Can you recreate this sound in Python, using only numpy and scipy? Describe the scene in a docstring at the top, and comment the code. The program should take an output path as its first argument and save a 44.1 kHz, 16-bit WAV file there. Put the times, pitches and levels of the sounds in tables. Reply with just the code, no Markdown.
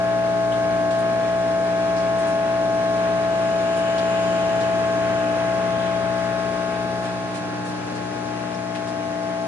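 """A steady drone and a throbbing hum over bubbling water, with a small splash now and then.
A mains-driven diaphragm air blower makes the hum; its flap valves rasp on every stroke.
It feeds a disc diffuser in a glass tank, where a column of bubbles churns, surges and fizzes.
The listener moves through the room's standing waves, so the drone fades out and returns."""
import sys
import numpy as np
from scipy import signal
from scipy.fft import rfft, irfft, next_fast_len
from scipy.io import wavfile
from scipy.ndimage import map_coordinates

SR = 44100
rng = np.random.default_rng(int(sys.argv[2]) if len(sys.argv) > 2 else 0)


def unload_audio(sound):
    """Save the sound as a 16-bit wav file, at the path given as the first command line argument."""
    columns = np.transpose(np.atleast_2d(sound))
    # keep every value between -1 and 1, then stretch to whole-number steps
    steps = np.round(np.clip(columns, -1, 1) * 32767)
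    wavfile.write(sys.argv[1], SR, steps.astype(np.int16))


N = 417627
TIME = np.arange(N) / SR
STROKE_HZ, DRONE_ORDER = 60.011, 11
SOUND_M_PER_S = 343
EARS = np.array([[.5], [-.5]])  # splits a left-minus-right value

# Listener's path. Each row: time in seconds, left and right ear's offset from the drone's node in m.
WALK = [(0, 0.11, 0.11), (4.7, 0.11, 0.093), (5.5, 0.089, 0.067), (6.5, 0.065, 0.03), (7, .033, 0.031),
        (7.5, 0.0026, 0.025), (8.3, -0.029, 0), (9.47, -0.048, -0.033)]
# The tank lies to the left. Each row: frequency in Hz, left minus right in dB.
PAN = [(45, 3), (130, 3), (380, 4), (650, 5.5), (1200, 4.5), (2000, 1.1), (11000, 1)]
# Stereo field. Each row: frequency in Hz, left-right correlation.
CORRELATION = [(60, 0.69), (300, 0.89), (550, 0.68), (700, 1), (1000, 0.064), (2000, 0.12), (3000, -0.19),
               (5000, -0.46), (6300, -0.4), (8000, -0.03), (11000, 0.098)]
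# How hard the water churns. Each row: time in seconds, level in dB.
CHURN = [(0, -0.5), (2.8, 1.4), (4.2, 3), (5.7, 3.5), (6.4, 0.7), (8.2, -1.25), (9.47, -1.5)]
# Water and valve spectra. Each row: frequency in Hz, relative density in dB.
GURGLE_SPECTRUM = [(20, -33), (45, -16), (85, -5.5), (170, -3), (300, -1), (550, -3.5), (850, -7.5),
                   (1300, -23), (3000, -63.5)]
BUBBLING_SPECTRUM = [(300, -44), (700, -12), (1000, 2.5), (1600, 0.5), (2400, -2), (3300, -8),
                     (4500, -16.5), (9000, -73)]
FIZZ_SPECTRUM = [(1500, -49), (2800, -3), (3800, 1.5), (5000, 0.5), (6700, -2.5), (7600, -8), (9000, -8.5),
                 (11000, -11.5)]
VALVE_SPECTRUM = [(1500, -39), (2000, 7.5), (3400, 2), (4200, -7), (5800, -4), (6700, -2), (7500, -6),
                  (11000, -20)]
# Surface surges. Each row: peak time and half length in seconds, level in dB, centre in Hz,
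# spray relative to the surge in dB.
SURGES = [(4.12, 0.81, -42.5, 2700, -8.5), (5.4, .5, -44, 1370, -31), (5.3, .25, -45, 2600, -24),
          (5.83, .17, -45, 3200, -25)]
# Splashes. Each row: start in seconds, level in dB, centre in Hz, width in octaves, decay in seconds.
SPLASHES = [(0.516, -37.5, 3170, 0.22, 0.044), (0.904, -40, 3200, 0.65, .06), (0.986, -47, 8050, 0.57, .04),
            (1.962, -42, 4820, 0.35, 0.061), (2.182, -48, 8600, 0.24, 0.049), (2.267, -45, 6460, .8, .05),
            (3.763, -46.5, 8500, .4, .045), (3.979, -34.5, 3900, 0.41, 0.026),
            (4.601, -40.5, 4000, 0.55, 0.06), (7.039, -43, 1690, 1.3, .06), (7.344, -38, 2380, 1.1, .045),
            (7.649, -45.5, 4500, 1.1, .07), (7.949, -45, 4500, 0.58, .043), (8.54, -44.5, 5450, .08, .02),
            (8.747, -36, 2400, 0.71, .035), (8.87, -43.5, 3600, .8, .04)]
# Strong hum partials. Each row: multiple of the stroke rate, level at the first spot in dB,
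# change at the second spot in dB, left minus right in dB.
STRONG_PARTIALS = [(1, -50.7, -15, -2), (2, -38.7, -2.5, 1), (3, -35.7, -2.5, 3), (4, -43.2, 0, 1.5),
                   (5, -37.5, .5, 5), (7, -43, -7.5, 4), (9, -45.2, -11, 6), (10, -39.2, -9, 3.5),
                   (12, -45, -8, 6), (14, -35.8, -2.3, 6.5), (18, -38, -6.2, -2.5), (21, -48.7, -6, 9),
                   (24, -47.5, -7, 6), (26, -44, -6, 0), (27, -47.5, -4, -3), (28, -42.3, -9.5, 0)]
# Envelope of the weak partials. Each row: frequency in Hz, level in dB.
WEAK_SPECTRUM = [(360, -49.5), (480, -59), (780, -54.5), (900, -63.5), (1300, -56.5), (1740, -53),
                 (1850, -58)]
# Blower phase. Each row: frequency in Hz, left ear's lag behind the right in radians.
EAR_LAG = [(120, .03), (400, 0.24), (660, 0.89), (1260, 1.34), (1700, 1.22)]


def amp(db):
    """Decibels to gain."""
    return 10 ** (np.asarray(db) / 20)


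def unit(x):
    """x at rms 1."""
    return x / np.sqrt(np.mean(x ** 2) + 1e-20)


def along(points, hz):
    """(Hz, value) points read on a log axis."""
    knots_hz, values = np.transpose(points)
    return np.interp(np.log(hz + 1), np.log(knots_hz + 1), values)


def curves(rows):
    """One value per sample for each column after the time."""
    times_s, *columns = np.transpose(rows)
    return np.array([np.interp(TIME, times_s, column) for column in columns])


def wobble(knots_per_s):
    """Smooth random curve."""
    coarse_s = TIME[::64]
    knots = rng.standard_normal(int(TIME[-1] * knots_per_s) + 4)
    return np.interp(TIME, coarse_s, map_coordinates(knots, [coarse_s * knots_per_s]))


def filtered(x, response):
    """x through a frequency response."""
    size = x.shape[-1]
    padded = next_fast_len(size + SR // 8)
    return irfft(rfft(x, padded) * response(np.fft.rfftfreq(padded, 1 / SR)), padded)[..., :size]


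def bell(centre_hz, octaves):
    """Bell-shaped response on a log axis."""
    return lambda hz: np.exp(-.5 * (np.log2((hz + 1) / centre_hz) / octaves) ** 2)


def spread(pair, spectrum):
    """Two unrelated signals to a coloured stereo field, rms 1."""
    def field(hz):
        turn_rad = np.arccos(np.clip(along(CORRELATION, hz), -1, 1)) / 2
        left = amp(along(PAN, hz) / 2)
        mid, side = np.cos(turn_rad), np.sin(turn_rad)
        mix = np.array([[mid * left, side * left], [mid / left, -side / left]])
        return amp(along(spectrum, hz)) * mix
    return unit(filtered(pair, field).sum(axis=1))


def arrival(midway_m=0.025, blend_m=0.037):
    """Listener's progress from the first spot (0) to the second (1)."""
    return .5 + .5 * np.tanh((midway_m - curves(WALK)[0]) / blend_m)


def wash(centre_hz, octaves):
    """One band of the water's rush, stereo, rms 1."""
    return spread(filtered(rng.standard_normal((2, N)), bell(centre_hz, octaves)), [(centre_hz, 0)])


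def rumble(start_s=2.8, end_s=7.5, fade_s=.9, level_db=-54):
    """Uneven low rumble under the hardest churn."""
    held = np.clip(np.minimum(TIME - start_s, end_s - TIME) / fade_s, 0, 1)
    return held * amp(level_db - wobble(3)) * wash(centre_hz=85, octaves=0.13)


def surges():
    """The column breaks the surface harder: a swell in the band of its bubble size, plus spray."""
    out = np.zeros((2, N))
    spray = wash(centre_hz=6940, octaves=0.097)
    for peak_s, half_s, db, centre_hz, spray_db in SURGES:
        swell = amp(db) * np.exp(-((TIME - peak_s) / half_s) ** 2)
        out += swell * (wash(centre_hz, octaves=0.21) + amp(spray_db) * spray)
    return out


def splashes(rise_s=0.0026, spikiness=.4, clumps_per_s=250, spray_db=-16):
    """Short showers of droplets landing in clumps, with fine spray; different at each ear."""
    out = np.zeros((2, N + SR))
    t = np.arange(SR // 4) / SR
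    for start_s, db, centre_hz, octaves, decay_s in SPLASHES:
        drops = rng.standard_normal((2, len(t))) * np.exp(spikiness * rng.standard_normal(len(t)))
        drops *= amp(map_coordinates(rng.standard_normal(80), [t * clumps_per_s], mode="nearest"))
        shower = unit(filtered(drops, bell(centre_hz, octaves)))
        spray = amp(spray_db) * unit(filtered(drops, bell(centre_hz=8500, octaves=0.27)))
        envelope = (1 - np.exp(-t / rise_s)) * np.exp(-(t / decay_s) ** 2)
        at = round(start_s * SR)
        out[:, at:at + len(t)] += amp(db) * envelope * (shower + spray)
    return out[:, :N]


def bubbles(low_hz, high_hz, decay_cycles, scatter_db, count, samples):
    """Bubble swarm: damped sines, each rising slightly in pitch as it nears the surface."""
    when, pitch, strength = rng.random((count, 3)).T[:, :, None]
    hz = low_hz + (high_hz - low_hz) * pitch
    cycles = hz * np.arange(samples) / SR
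    age = cycles / decay_cycles
    gain = np.sqrt(hz) * amp(-scatter_db * np.log(np.maximum(1 - strength, 1 / count)))
    envelope = np.exp(-age) * (1 - np.exp(-2 * cycles))
    rings = gain * envelope * np.sin(2 * np.pi * cycles * (1 + 0.021 * age))
    at = (when * N).astype(int) + np.arange(samples)
    return unit(np.bincount(at.ravel(), rings.ravel(), N)[:N])


def froth(spectrum, swarms, swarm_db):
    """Near bubbles over the noise of countless others."""
    return spread(rng.standard_normal((2, N)) + amp(swarm_db) * np.array(swarms), spectrum)


def water(gurgle_db=-36, bubbling_db=-38, fizz_db=-44.5):
    """Big bubbles gurgle, medium ones burst at the surface, the finest fizz; all grow with the churn."""
    churn_db, = curves(CHURN)
    heave = wobble(4.4)
    medium = [bubbles(774, 3880, decay_cycles=4.6, scatter_db=1.0, count=8000, samples=300)
              for _ in range(2)]
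    fine = [bubbles(3070, 10860, decay_cycles=4, scatter_db=1.5, count=14000, samples=100)
            for _ in range(2)]
    gurgle_gain = amp(gurgle_db + 0.61 * churn_db + 0.47 * wobble(5.9))
    gurgle = gurgle_gain * spread(rng.standard_normal((2, N)), GURGLE_SPECTRUM)  # too dense to resolve
    bubbling_gain = amp(bubbling_db + 0.98 * churn_db + 0.3 * heave + 0.89 * wobble(12))
    bubbling = bubbling_gain * froth(BUBBLING_SPECTRUM, medium, swarm_db=-14)
    fizz_gain = amp(fizz_db + 0.42 * churn_db - 0.4 * arrival() + 0.42 * heave + 0.36 * wobble(22))
    fizz = fizz_gain * froth(FIZZ_SPECTRUM, fine, swarm_db=-10.5)
    return gurgle + bubbling + fizz


def reflections(x, depth_db=1.67, spacing_hz=90, drift_per_s=0.77):
    """Echoes off glass and walls ripple the spectrum; the ripple drifts as the listener moves."""
    hz, times_s, frames = signal.stft(x, SR, nperseg=2048)
    grid = np.meshgrid(hz / spacing_hz, times_s * drift_per_s, indexing="ij")
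    knots = rng.standard_normal((2, 400, 16))
    ripple = np.array([map_coordinates(ear, grid, mode="mirror") for ear in knots])
    taper = np.clip(hz / 2000, 0, 1)[:, None]  # long waves stay smooth
    return signal.istft(frames * amp(depth_db * ripple * taper), SR, nperseg=2048)[1][:, :N]


def valves(first_spot_db=-50.5, second_spot_db=-55):
    """Flap valves rasp alike on every stroke: a comb of faint high partials, different at each spot."""
    samples = round(SR / STROKE_HZ)
    position = TIME * STROKE_HZ * samples % samples

    def rasp():
        stroke = rng.standard_normal((2, samples))
        looped = np.array([map_coordinates(noise, [position], mode="grid-wrap") for noise in stroke])
        return spread(looped, VALVE_SPECTRUM)

    walked = arrival()
    return amp(first_spot_db) * (1 - walked) * rasp() + amp(second_spot_db) * walked * rasp()


def partial(order, phase_rad=0, dispersion_rad=1.3, smear_rad=0.56):
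    """One stroke harmonic, rms 1. The room delays each differently, blurring strokes into a throb."""
    hz = order * STROKE_HZ
    room_lag_rad = dispersion_rad * order ** 2 + smear_rad * rng.standard_normal()
    ear_lag_rad = along(EAR_LAG, hz) * EARS
    return np.sqrt(2) * np.cos(2 * np.pi * hz * TIME + phase_rad - room_lag_rad - ear_lag_rad)


def hum(top_order=32, sway_db=1.05, scatter_db=0.95, weak_change_db=-2, weak_pan_db=4.5):
    """The diaphragm strokes in step with the mains: exact harmonics of one rate."""
    taken = [DRONE_ORDER] + [row[0] for row in STRONG_PARTIALS]
    weak = []
    for order in range(1, top_order + 1):
        if order not in taken:
            db = along(WEAK_SPECTRUM, order * STROKE_HZ) + scatter_db * rng.standard_normal()
            weak.append((order, db, weak_change_db, weak_pan_db))
    out = np.zeros((2, N))
    walked = arrival()
    for order, db, change_db, pan_db in STRONG_PARTIALS + weak:
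        spot_gain = 1 - walked + amp(change_db) * walked
        level_db = db + sway_db * wobble(3.024)  # listener sways through this partial's standing waves
        out += spot_gain * amp(level_db + pan_db * EARS) * partial(order)
    return out


def drone(crest_db=-21.5, pan_db=1.9, node_depth_db=-25, waver_db=0.16):
    """The blower's strongest partial stands in the room; it fades and flips as an ear crosses the node."""
    wavelength_m = SOUND_M_PER_S / (DRONE_ORDER * STROKE_HZ)
    node_floor = 1j * np.sign(EARS) * amp(node_depth_db)
    standing = np.sin(2 * np.pi * curves(WALK) / wavelength_m) + node_floor
    gain = amp(crest_db + pan_db * EARS + waver_db * wobble(6.9))
    return gain * abs(standing) * partial(DRONE_ORDER, np.angle(standing))


def scene():
    """Blower and tank together."""
    blower = drone() + hum() + valves()
    tank = reflections(water() + surges() + rumble()) + splashes()
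    return blower + tank


def record(dry, lead_hz=105, top_hz=11050):
    """The left channel leads in the bass; nothing passes above top_hz."""
    return filtered(dry, lambda hz: (hz < top_hz) * np.exp(1j * np.arctan2(lead_hz, hz) * EARS))


dry = scene()
out = record(dry)
unload_audio(out)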